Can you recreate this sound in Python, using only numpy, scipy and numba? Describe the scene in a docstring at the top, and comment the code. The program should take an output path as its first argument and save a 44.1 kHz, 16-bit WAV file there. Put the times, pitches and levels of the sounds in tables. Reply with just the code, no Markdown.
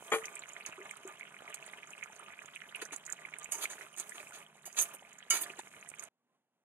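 """Thick curry simmers in a wide metal pot, and almost at once a lid clanks down. Bubbles plop and fat spits
while a steel ladle scrapes and strikes the pot; then the sound cuts to a quiet kitchen.
Bubbles are short tones that climb in pitch, the broth and the flame are filtered noise, and lid and ladle
are sets of dying tones set off by blows. Rubbing is gritty noise; a phone with two microphones hears it all."""
import sys
import numpy as np
from scipy import signal
from scipy.fft import rfft, irfft, next_fast_len
from scipy.io import wavfile
from scipy.ndimage import uniform_filter1d
from numba import njit

SR = 44100
rng = np.random.default_rng(int(sys.argv[2]) if len(sys.argv) > 2 else 0)


def bounce(signal):
    """Save signal as a 16-bit WAV file at the path given by the first command-line argument."""
    frames = np.transpose(np.atleast_2d(signal))
    limited = np.clip(frames, -1, 1)
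    pcm = np.round(limited * 32767).astype(np.int16)
    wavfile.write(sys.argv[1], SR, pcm)


def linear_from_db(decibels):
    """Turn decibels (scalar or array-like) into linear amplitude factors; 0 gives 1."""
    return 10 ** (np.asarray(decibels, float) / 20)


N = 292811
T = np.arange(N) / SR
LEFT_LAG_S = .0001  # how much later the left microphone hears the pot
SPIT_S = 0.0026  # length of a spit or tick
PLOP_PAN_DB = 3  # left minus right, for plops and gulps


def level(x, db):
    """Scale a sound to an rms level in dB."""
    return x * linear_from_db(db) / np.sqrt(np.mean(x ** 2))


def colour(x, points, lag_s=0.):
    """Make some pitches louder than others, following (f/Hz, level/dB) points, and delay the sound."""
    size = next_fast_len(N + 4096)
    f = np.arange(size // 2 + 1) * SR / size + 1e-9
    hz, db = np.transpose(points)
    gain = linear_from_db(np.interp(np.log(f), np.log(hz), db))
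    delay = np.exp(-2j * np.pi * f * lag_s)
    return irfft(rfft(x, size) * gain * delay, size)[..., :N]


def band(x, lo_hz, hi_hz):
    """Keep mainly the pitches between two limits."""
    return signal.sosfilt(signal.butter(2, [lo_hz, hi_hz], "bandpass", fs=SR, output="sos"), x)


def ring(x, hz, t60):
    """One dying tone that falls 60 dB in t60 seconds; a unit click rings it at size 1."""
    pole = np.exp((2j * np.pi * hz - np.log(1000) / t60) / SR)
    return signal.lfilter([1], [1, -pole], x).imag


def walk(rate):
    """Random wandering: a new value is drawn `rate` times a second and reached by a straight slope."""
    k = int(SR / rate)
    steps = np.repeat(rng.standard_normal(N // k + 1), k)
    return 1.3 * uniform_filter1d(steps, k)[:N]


def bursts(s, gain, decay_s):
    """Noise that starts at once and dies away, one burst per moment."""
    hits = np.zeros(N)
    np.add.at(hits, (np.asarray(s) * SR).astype(int), gain)
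    envelope = signal.lfilter([1], [1, -np.exp(-1 / (decay_s * SR))], hits)
    return envelope * rng.standard_normal(N)


@njit
def grains(rows, rise, size, sr):
    """Rows (t/s, gain left, gain right, f/Hz, length/s, glide): each swells and dies, its pitch gliding."""
    out = np.zeros((2, size))
    for s, gain_left, gain_right, hz, length, glide in rows:
        start, n, phase = int(s * sr), int(length * sr), 0.
        for k in range(min(n, size - start)):
            u = k / n  # 0 at the start of the grain, 1 at its end
            phase += 2 * np.pi * hz * (1 + glide * u) / sr  # a bubble climbs in pitch as it opens
            w = u / rise
            if w < 1:
                shape = np.sin(w * np.pi / 2) ** 2
            else:
                shape = np.exp(-5 * (u - rise) / (1 - rise))
            v = shape * np.sin(phase)
            out[0, start + k] += gain_left * v
            out[1, start + k] += gain_right * v
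    return out


def pops(s, db, hz, length, pan_db, glide, rise):
    """Grains at their level in the right microphone, with the left one offset by pan_db."""
    columns = [s, linear_from_db(db + pan_db), linear_from_db(db), hz, np.maximum(length, .0004), glide + 0 * s]
    rows = np.ascontiguousarray(np.array(columns).T)
    return grains(rows, np.clip(rise, .01, .9), N, float(SR))


def pops_at_peak(s, db, hz, length, pan_db, glide, rise):
    """Pops whose given pitch is the one they have at their loudest moment."""
    return pops(s, db, hz / (1 + rise * glide), length, pan_db, glide, rise)


def swarm(count, hz, octaves, cycles, spread_db, pan_db, glide):
    """Countless small bubbles at random times, of all lengths, a few much louder than the rest."""
    u = rng.random((count, 4)).T
    g = rng.standard_normal((count, 2)).T
    f = np.clip(hz * 2 ** (octaves * g[0]), 100, 13000)
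    db = -spread_db * np.log(u[1] + 0.014)
    length = cycles * (.15 + u[2] ** 2) / f
    return level(pops(u[0] * N / SR, db, f, length, pan_db + 4 * g[1], glide * u[3], 0.32), 0)


# guide levels of the bubbling and of the hiss from fizz and stirring: [t/s, bubbling level/dB, hiss level/dB]
GUIDE_LEVELS = [(0.0, -58.5, -55), (0.18, -53.5, -64), (0.29, -53, -54), (0.39, -56.5, -67.5),
                (2.74, -57, -67), (2.98, -57, -68), (3.47, -58, -70), (3.59, -49.5, -43.5),
                (3.68, -51.5, -54.5), (3.81, -49, -54), (3.93, -60.5, -67.5), (4.08, -58, -54.5),
                (4.4, -59.5, -61), (4.49, -65, -76.5), (4.67, -67.5, -70), (4.8, -50.5, -41.5),
                (4.87, -53, -50.5), (4.95, -58, -67.5), (5.2, -60.5, -71), (5.47, -56, -61.5),
                (5.64, -61, -63.5), (6.05, -59, -70)]
# loudness of the broth's murmur across the pitches: [f/Hz, relative level/dB]
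BROTH_TONE = [(150, -31.5), (300, -13.5), (600, 2.5), (1200, 1), (2200, -2), (3000, -7), (3900, -10.5),
              (4600, -29.5)]
# resonances of the pot over the broth: [f/Hz, nominal width/Hz (wider rings shorter), relative level/dB]
POT_AIR = [(427, 83, 4), (698, 38, 5), (1204, 24, 10), (1930, 78, -1.5), (2190, 230, -21)]
# small grains follow the guide levels only up to these; above them stirring adds smooth noise:
# (bubbling level/dB, hiss level/dB)
GRAIN_CAPS = (-56, -65)


def simmer():
    """Murmur of the broth ringing in the pot, small bubbles, and fine hiss, all following the guide levels."""
    s, low_db, hiss_db = np.transpose(GUIDE_LEVELS)

    def follow(db, top_db=0):
        return linear_from_db(np.interp(T, s, np.minimum(db, top_db)))

    noise = rng.standard_normal((2, N))
    murmur = level(colour(noise[0] + 0.48 * noise, BROTH_TONE), 0)  # partly shared by both sides
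    murmur = murmur + sum(level(ring(murmur, hz, 3.1 / w), db - 14.5) for hz, w, db in POT_AIR)
    churn = linear_from_db(3 * walk(25))

    blips = linear_from_db(-0.5) * swarm(count=2000, hz=2150, octaves=.33, cycles=14, spread_db=5.5,
                              pan_db=-0.5, glide=0.45)
    blips = blips + linear_from_db(-5) * swarm(count=1200, hz=1503, octaves=.7, cycles=5, spread_db=5.0,
                                    pan_db=-2.5, glide=0.43)
    blips = blips + linear_from_db(-15) * swarm(count=90, hz=2800, octaves=.25, cycles=16, spread_db=2.0,
                                     pan_db=-6.0, glide=0.29)

    hiss = band(rng.standard_normal((2, N)), 6400, 21000)
    flicker = linear_from_db(1.5 * walk(60)) * np.sqrt(churn)
    crackle = linear_from_db(1.5) * swarm(count=5000, hz=7900, octaves=0.44, cycles=15, spread_db=3.5,
                               pan_db=-3.0, glide=0.12)
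    crackle = crackle + linear_from_db(-5.5) * swarm(count=40, hz=7600, octaves=0.25, cycles=28, spread_db=5.5,
                                          pan_db=-4.5, glide=0.244)

    low = level(murmur, -1.6) * churn * follow(low_db) + blips * follow(low_db, GRAIN_CAPS[0])
    treble = level(hiss, -0.97) * follow(hiss_db) + crackle * follow(hiss_db, GRAIN_CAPS[1])
    return low + flicker * treble


# bubbles that stand out, level midway between the microphones: [t/s, peak level/dB, f/Hz, length/cycles]
BUBBLES = [(0.2247, -40, 1180, 13), (0.2364, -38, 2590, 14), (0.2418, -33, 1970, 15),
           (0.2506, -38, 2510, 16), (0.3406, -44, 2320, 14), (0.3681, -35.5, 2350, 16),
           (0.4359, -36, 2230, 15), (0.4828, -48.5, 1170, 14), (0.5053, -43, 2780, 16),
           (0.5644, -34, 1930, 15), (0.608, -35.5, 2450, 15), (0.6789, -43, 2220, 14),
           (0.7593, -48, 1850, 17), (0.7786, -43.5, 1120, 14), (0.814, -39.5, 1930, 17),
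           (0.9099, -34, 2170, 18), (0.9627, -45, 1190, 11), (1.2092, -34, 2190, 19),
           (1.2286, -46, 2020, 14), (1.2534, -48, 1670, 14), (1.271, -46, 3250, 15), (1.271, -42, 2700, 15),
           (1.3423, -44, 2230, 16), (1.389, -43, 3050, 16), (1.4035, -48, 1430, 13),
           (1.4614, -48, 1190, 14), (1.503, -45, 1850, 18), (1.5269, -38, 2590, 14), (1.626, -37, 2500, 16),
           (1.6656, -42, 2020, 9.9), (1.6891, -44, 2010, 14), (1.7337, -34.5, 2060, 13),
           (1.789, -45, 1960, 14), (1.831, -36, 2330, 14), (1.979, -40, 2560, 17), (2.0268, -30, 2170, 16),
           (2.0314, -31.5, 2180, 10), (2.1963, -43, 1210, 15), (2.2822, -45.5, 1170, 17),
           (2.3037, -41, 1900, 14), (2.3223, -43, 2230, 14), (2.39, -36.5, 2340, 15),
           (2.4189, -37.5, 1800, 11), (2.4793, -49, 1180, 14), (2.5607, -31, 2500, 13),
           (2.6186, -33, 1920, 11), (2.7237, -42, 1860, 15), (2.7483, -29, 2680, 22),
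           (2.761, -34, 2430, 16), (2.8566, -41, 1580, 13), (2.9086, -39.5, 2200, 13),
           (3.078, -42, 1900, 17), (3.095, -35, 1710, 13.5), (3.1114, -40, 1780, 12),
           (3.189, -41, 1990, 14), (3.25, -33.5, 2150, 28), (3.3372, -31, 2180, 17),
           (3.3638, -41, 1800, 12), (3.4271, -43, 2260, 14), (3.458, -34.5, 2370, 12),
           (3.5875, -48, 1230, 13), (3.6396, -33, 1210, 9.6), (3.6546, -23, 2250, 12.4),
           (3.8103, -32, 1900, 9.1), (3.8681, -45, 1200, 11), (4.153, -50, 2240, 13),
           (4.202, -36, 2300, 14), (4.2388, -48, 2270, 14), (4.4154, -44.5, 2120, 12),
           (5.0493, -48, 2290, 16), (5.1265, -47, 1970, 12), (5.227, -40, 3000, 14), (5.462, -36, 1840, 14),
           (5.5007, -33.5, 2570, 15), (5.5356, -40, 1690, 12), (5.8596, -47, 2010, 16),
           (5.9384, -37.5, 2240, 15), (5.992, -43, 2220, 18)]
# fat bubbles that swell and climb in pitch: [t/s, right peak level/dB, f/Hz, length/s]
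GULPS = [(2.82, -40, 420, 0.029), (5.582, -49, 345, 0.033), (5.5916, -34.5, 897, 0.013)]
# spits of fat, and near 3.52 and 5.4 s bright ticks of the ladle:
# [t/s, right peak level/dB, f/Hz, left minus right level/dB]
SPITS_AND_TICKS = [(0.255, -27, 6100, 8), (0.3544, -29.5, 8170, -1), (0.4905, -34.5, 7000, -29),
                   (0.6627, -25, 6600, -34), (0.9105, -32.5, 8100, -28), (0.969, -38, 10000, -26),
                   (1.076, -34, 7700, -25), (1.544, -25, 8060, -30), (1.6635, -36.5, 9300, -21),
                   (1.905, -38.5, 6860, -15), (2.0376, -35, 6600, -13), (2.163, -37, 6370, -7),
                   (2.4581, -39.5, 6900, -29), (2.556, -39, 8900, -19), (2.758, -31.5, 10700, -30),
                   (2.8526, -29, 6100, -30), (2.9619, -26.5, 7600, -33), (3.0635, -29, 6770, -29),
                   (3.1006, -32, 7560, -9), (3.124, -22.5, 7200, -35), (3.3857, -30, 9400, -29),
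                   (3.431, -36, 6600, -23), (3.444, -29, 7600, -15.5), (3.518, -43, 4600, -2),
                   (3.5205, -22, 9000, -2), (3.5233, -29, 6600, -2), (3.9642, -39, 7500, -15),
                   (3.983, -29, 9100, -24), (3.999, -21, 7900, -26), (4.094, -29.5, 8170, -29),
                   (4.7274, -35.5, 6300, -14), (4.948, -36.5, 9500, 0), (5.13, -41.5, 6900, -21),
                   (5.186, -39.5, 7100, -13), (5.3758, -29.5, 9100, -4.5), (5.418, -30.5, 9200, 3),
                   (5.421, -25.5, 9400, -10), (5.591, -31.5, 7900, -8), (5.44, -30, 8100, -10),
                   (5.889, -31.5, 8800, -29), (5.9, -33.5, 8380, -23), (5.995, -27, 6580, -9),
                   (6.037, -30.5, 8720, -26)]
# big slow bubbles: [t/s, right peak level/dB, f/Hz, length/s]
PLOPS = [(0.779, -46.5, 382.6, 0.11), (0.801, -45, 389, 0.081), (1.05, -40.5, 385, 0.072),
         (1.081, -50.5, 358, 0.062), (2.099, -46.5, 870, 0.026), (3.539, -45, 905, 0.11),
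         (4.2, -54.5, 601, 0.12), (4.676, -46.5, 710, 0.029), (5.5, -48.5, 389, 0.055)]


def loud_bubbles():
    """The bubbles, gulps, spits, ticks and plops that stand out: each is a short tone that climbs in pitch."""
    bubble_pan_db = -7.5  # left minus right
    s, db, hz, cycles = np.transpose(BUBBLES)
    glide = 0.083 + 0.54 * rng.random(len(s))
    out = pops_at_peak(s, db - bubble_pan_db / 2, hz, cycles / hz, bubble_pan_db, glide, rise=0.18)
    out = out + pops_at_peak(*np.transpose(GULPS), PLOP_PAN_DB, glide=0.24, rise=0.29)
    s, db, hz, pan_db = np.transpose(SPITS_AND_TICKS)
    out = out + pops_at_peak(s, db, hz, SPIT_S + 0 * s, pan_db, glide=0.28, rise=0.44)
    return out + pops_at_peak(*np.transpose(PLOPS), PLOP_PAN_DB, glide=0.033, rise=0.057)


def spray():
    """Each spit or tick has a crackle, mist and small grains round it; each loud bubble has smaller ones."""
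    specks, froth = 5, 3  # small grains round each spit or tick and round each loud bubble
    s, db, hz, pan_db = np.transpose(SPITS_AND_TICKS)
    length = SPIT_S + 0 * s
    crackle = pops(s + .2 * length, db - 4.5, 0.77 * hz, 0.51 * length, pan_db, 0.29, 0.42)
    crackle = crackle + pops(s + 0.24 * length, db - 16.0, 3.0 * hz, 0.24 * length, pan_db, 0, 0.32)

    mist_power = uniform_filter1d(bursts(s, linear_from_db(db - 13.5), 0.0047) ** 2, size=220)
    mist = np.abs(mist_power) ** .5 * band(rng.standard_normal(N), 5230, 18000)
    out = crackle + mist * linear_from_db(np.array([[-12], [0]]))  # the mist is fainter on the left

    for table, count, scatter_s, drop_db, cycles in ((SPITS_AND_TICKS, specks, .006, -12, 12),
                                                     (BUBBLES, froth, .008, -9, 11)):
        s, db, hz = np.repeat(np.transpose(table)[:3], count, axis=1)
        g = rng.standard_normal((len(s), 4)).T
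        f = np.clip(hz * 2 ** (0.27 * g[0]), 500, 14000)
        when = s + scatter_s * (g[1] + .4)
        out = out + pops(when, db + drop_db + 3 * g[2], f, cycles / f, -9 + 4 * g[3], 0.42, 0.15)
    return out


def struck(blows, modes, crack_db, crack_s, top_hz):
    """Blows ring a piece of metal's tones, each with its own balance, and carry a short burst of noise."""
    s, blow_db, tilt_db = np.transpose(blows)
    chance = rng.standard_normal((len(s), len(modes), 2))
    out = band(bursts(s, linear_from_db(blow_db + crack_db), crack_s), 540, top_hz)
    middle = np.median(np.transpose(modes)[0])
    for k, (hz, db, t60) in enumerate(modes):
        hit_db = blow_db + db + tilt_db * np.log2(hz / middle) + 1.3 * chance[:, k, 0]
        hits = np.zeros(N)
        hits[(s * SR).astype(int)] = linear_from_db(hit_db) * np.sign(chance[:, k, 1])
        out = out + ring(hits, hz, t60)
    return out


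# tones the lid rings with: [f/Hz, relative level/dB, time to fall 60 dB/s]
LID_TONES = [(343, -16, 0.05), (445, -3.5, 0.16), (578, -14.5, 0.09), (795, -7.5, 0.087),
             (1126, -4.5, 0.074), (1247, -3, 0.076), (1382, -13.5, 0.061), (1650, -10, .04),
             (1820, -10.5, 0.024), (1900, -5.5, 0.032), (2196, -8, 0.043), (2345, -8.5, 0.027),
             (2400, -5.5, 0.03), (2780, -23.5, 0.033), (3300, -10.5, 0.067), (6600, -16, .08),
             (7070, -19.5, 0.041), (11100, -33, 0.13)]
# the lid rocks on the rim: [t/s, relative level/dB, treble tilt/dB per octave]
LID_BLOWS = [(.1165, -43.5, 2), (0.119, -30.5, 0.5), (.1225, -27, 2), (.128, -31, 2.5),
             (0.1344, -28.5, -0.5), (.140, -30.5, -2), (.1455, -35, 0.5), (.149, -37, 6),
             (0.158, -41.5, -6.5), (0.166, -43.5, 2), (.183, -42.5, 3)]


def lid():
    """The lid rocks on the rim: ringing metal with a bright rattle, nearer the left microphone."""
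    clank = struck(LID_BLOWS, LID_TONES, crack_db=-3, crack_s=0.0093, top_hz=2900)
    s, db = np.transpose(LID_BLOWS)[:2]
    rim_rattle = band(bursts(s, linear_from_db(db - 19.0), 0.024), 7980, 22000)
    clank = clank + rim_rattle
    # two lags here, so the right still hears it later once the left has its own lag
    right = colour(clank, [(100, 0.0046), (10000, 0.0016)], 2 * LEFT_LAG_S)
    return np.array([linear_from_db(7.0) * clank, right])


# tones the ladle rings with: [f/Hz, relative level/dB, time to fall 60 dB after a blow/s]
LADLE_TONES = [(1349, -2, .22), (1553, -8, .14), (1852, -14, .15), (2235, -4, .18), (2894, -7, .16),
               (3007, -7, .15), (3775, -9, .1), (4838, -2, .2), (6361, -3, .16), (6517, -8, .1),
               (7011, -2, .2), (7901, -11, .12), (8915, -12, .1), (9200, -12, .1), (9365, -7, .13),
               (9920, -14, .1), (10160, -14, .1), (10900, -15, .06)]
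# blows of the ladle, each with its own brightness: [t/s, relative level/dB, treble tilt/dB per octave]
LADLE_BLOWS = [(3.519, -42, 5), (4.656, -51, 3), (5.302, -51, 1), (5.306, -28, 0)]


def ladle_blows():
    """The steel ladle strikes the pot and rings with its own tones."""
    return struck(LADLE_BLOWS, LADLE_TONES, crack_db=-2.0, crack_s=0.012, top_hz=13000)


# rough bursts, mostly the ladle rubbing the pot: [t/s, rise/s, fall by 20 dB/s, low relative level/dB,
# treble relative level/dB, low tilt/dB per octave, treble tilt/dB per octave]
SCRAPES = [(0.651, 0.015, 0.029, -46.5, -49, -3, 0), (1.54, 0.0038, 0.0059, -49.5, -36, 6, 5),
           (2.815, 0.0014, 0.024, -38.5, -40.5, -3, -4), (2.918, 0.01, 0.029, -41, -42.5, -3, -14),
           (3.516, 0.0036, 0.045, -46, -30.5, -2.5, -5.5), (3.575, 0.0076, 0.012, -63, -43.5, 0, -11),
           (3.598, 0.035, 0.025, -47, -35, 6, 5), (3.634, 0.0038, .02, -45, -41, -3.5, -2),
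           (3.694, 0.0093, 0.05, -46.5, -41.5, -0.5, -8), (3.786, 0.0044, 0.021, -49.5, -51, -2.5, -2),
           (3.962, 0.021, 0.056, -47, -40.5, 0, -1), (4.139, 0.01, 0.039, -50.5, -52.5, -3, -12),
           (4.194, 0.0037, 0.038, -48.5, -51, -3.5, 2), (4.325, 0.015, 0.049, -51, -46, 1.5, -4),
           (4.652, 0.0045, 0.037, -52, -40.5, -2, 7.5), (4.76, 0.019, 0.021, -37.5, -31, 4.5, -2),
           (4.78, 0.012, 0.045, -47.5, -27, 5.5, -9.5), (4.804, 0.018, .024, -47.5, -27.5, -1, 16.5),
           (4.933, 0.003, 0.031, -56.5, -46.5, -11, 16), (5.3, 0.0036, 0.012, -49.5, -17, -2, -1.5),
           (5.318, 0.0076, 0.1, -36.5, -31, -1, 5), (5.349, 0.01, 0.024, -46.5, -33, 5, 5),
           (5.403, 0.017, 0.019, -50.5, -33.5, -6, 20.5), (5.43, 0.0066, 0.0091, -50.5, -44, 8.5, 11),
           (5.573, 0.023, 0.0057, -41.5, -48.5, -2.5, -5), (6.02, 0.0049, 0.036, -59, -50.5, -0.5, -4)]
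# broad low resonances of the rubbed steel: [f/Hz, width/Hz, relative level/dB]
RASP_LOW = [(406.5, 240, -6.5), (876, 700, -1.5), (1545, 1000, 1.5), (2500, 360, 2), (3716, 1540, 4.5)]
# broad treble resonances of the rubbed steel: [f/Hz, width/Hz, relative level/dB]
RASP_TREBLE = [(6600, 620, 0.5), (7050, 390, -4.5), (7780, 2200, -1), (9564, 480, -4.5), (10830, 2570, 0),
               (13660, 1600, 2)]


def scrapes():
    """Gritty stick-slip noise in humps through the steel's broad resonances; part rings the ladle's tones."""
    pan_db, sing_db = -1, -33  # left minus right; how strongly the rubbing rings the ladle
    low, treble = np.transpose(RASP_LOW), np.transpose(RASP_TREBLE)

    def octaves(hz):
        return np.log2(hz / np.exp(np.mean(np.log(hz))))

    # one loudness curve per resonance, plus a last one that drives the ladle
    humps = np.zeros((len(RASP_LOW) + len(RASP_TREBLE) + 1, N))
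    for s, rise, fall, low_db, treble_db, low_tilt_db, treble_tilt_db in SCRAPES:
        span = slice(int(s * SR), int((s + rise + 2 * fall) * SR))
        t = T[span] - s
        swell = np.sin(np.clip(t / rise, 0, 1) * np.pi / 2) ** 2
        shape = swell * np.exp(-2.3 * (np.maximum(t - rise, 0) / fall) ** 2)
        low_part = low_db + low[2] + low_tilt_db * octaves(low[0])
        treble_part = treble_db + treble[2] + treble_tilt_db * octaves(treble[0])
        db = np.r_[low_part, treble_part, (low_db + treble_db) / 2]
        humps[:, span] += linear_from_db(db)[:, None] * shape

    noise = rng.standard_normal((2, N))
    judder = 2.0 * walk(220)
    grit_db = 2.2 * walk(800) + judder + np.array([[pan_db], [0]])
    grit = (noise[0] + .9 * noise) * linear_from_db(grit_db)

    rasp = sum(hump * level(band(grit, hz - w / 2, hz + w / 2), -7.0)
               for hump, (hz, w, db) in zip(humps, RASP_LOW + RASP_TREBLE))
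    # every rubbed tone dies in the same short time, and those below 5 kHz are weaker
    sing = sum(linear_from_db(db / 2 - 5.0 * (hz < 5000)) * ring(grit * humps[-1], hz, 0.024)
               for hz, db, t60 in LADLE_TONES)
    return rasp + linear_from_db(sing_db) * sing


def pot_walls(x, t60, wet_db):
    """Add short scattered echoes off the pot and the hob, different at each microphone."""
    t = np.arange(int(.12 * SR)) / SR
    tail = band(rng.standard_normal((2, len(t))), 1200, 11000)
    tail = tail * np.exp(-np.log(1000) * t / t60) * (t > .001)
    tail = tail * linear_from_db(wet_db) / np.sqrt(np.sum(tail ** 2, axis=1, keepdims=True))
    middle = np.mean(x, axis=0, keepdims=True)
    return x + signal.fftconvolve(middle, tail, axes=1)[:, :N]


# loudness of the burner's roar across the pitches: [f/Hz, relative level/dB]
FLAME_TONE = [(20, -23), (60, -32), (110, -27), (150, -0.5), (200, 1), (260, -4), (400, -30)]
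# wavering notes in the roar: [f/Hz, nominal width/Hz (wider wavers faster), rms level before drift/dB]
FLAME_NOTES = [(158.1, 12, -80.5), (213, 18, -82)]


def flame():
    """Low roar of the burner: filtered noise with two wavering notes and a slight slow drift in level."""
    noise = rng.standard_normal((2, N))
    gas = noise[0] + .12 * noise
    notes = sum(level(ring(gas, hz, 12.0 / w), db) for hz, w, db in FLAME_NOTES)
    roar = level(colour(gas, FLAME_TONE), -74.5)
    return (roar + notes) * linear_from_db(0.6 * walk(2.1))


# how loud the quiet kitchen is: [t/s, level/dB]
QUIET = [(6.1, -89), (6.2, -87), (6.27, -84), (6.35, -79), (6.4, -84.5), (6.5, -89), (6.55, -84),
         (6.64, -85)]
# loudness of the hush across the pitches: [f/Hz, relative level/dB]
QUIET_TONE = [(24, -55.5), (40, -24), (97, -11), (239, 4), (291, -3), (796, 0), (1020, -4), (1210, -6),
              (14000, -26)]
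# faint soft tones in the hush: [t/s, right peak level/dB, f/Hz, length/s]
FAINT_TONES = [(6.141, -87, 241, 0.35), (6.17, -89, 1140, 0.11), (6.252, -81, 1030, 0.15),
               (6.334, -79, 1065, 0.061)]


def kitchen():
    """Faint room hush: filtered noise that rises and falls, with a few soft steady-pitched tones."""
    s, db = np.transpose(QUIET)
    noise = rng.standard_normal((2, N))
    hush = level(colour(noise[0] + .5 * noise, QUIET_TONE), 0) * linear_from_db(np.interp(T, s, db))
    return hush + pops(*np.transpose(FAINT_TONES), pan_db=-1.0, glide=0, rise=.4)


def scene():
    """The pot with its echoes until the cut, then only the quiet kitchen."""
    cut_s = 6.088
    metal = lid() + (ladle_blows() + scrapes())
    broth = simmer() + loud_bubbles() + spray()
    broth = pot_walls(broth, t60=.04, wet_db=-7)
    metal = pot_walls(band(metal, 300, 17000), t60=0.044, wet_db=-5.0)
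    pot = broth + metal + flame()
    fade = np.clip((cut_s - T) / 0.0017, 0, 1)
    return pot * fade + kitchen() * (1 - fade)


def low_pass(x):
    """Removes everything above the highest recorded frequency."""
    return signal.sosfilt(signal.butter(12, 16510, fs=SR, output="sos"), x)


# both microphones are partly deaf round 5 kHz and above 12 kHz: [f/Hz, level/dB]
MIC = [(20, -18.5), (130, 1.5), (3300, -0.5), (4100, -4.5), (4500, -5.5), (5600, -7.5), (6100, 3),
       (11300, 2), (12100, -6.5), (15000, -7.5), (16500, -29.5)]
# left microphone against the right: [f/Hz, level/dB]
LEFT = [(100, -2), (400, -3), (1300, -5.5), (2400, -1.5), (8000, -8.5), (15000, -6.5)]


def record(dry):
    """Microphone colour; the left one sits further from the pot, so it hears later."""
    heard = colour(dry, MIC)
    mix = np.array([colour(heard[0], LEFT, LEFT_LAG_S), heard[1]])
    return low_pass(mix)


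dry = scene()
out = record(dry)
bounce(out)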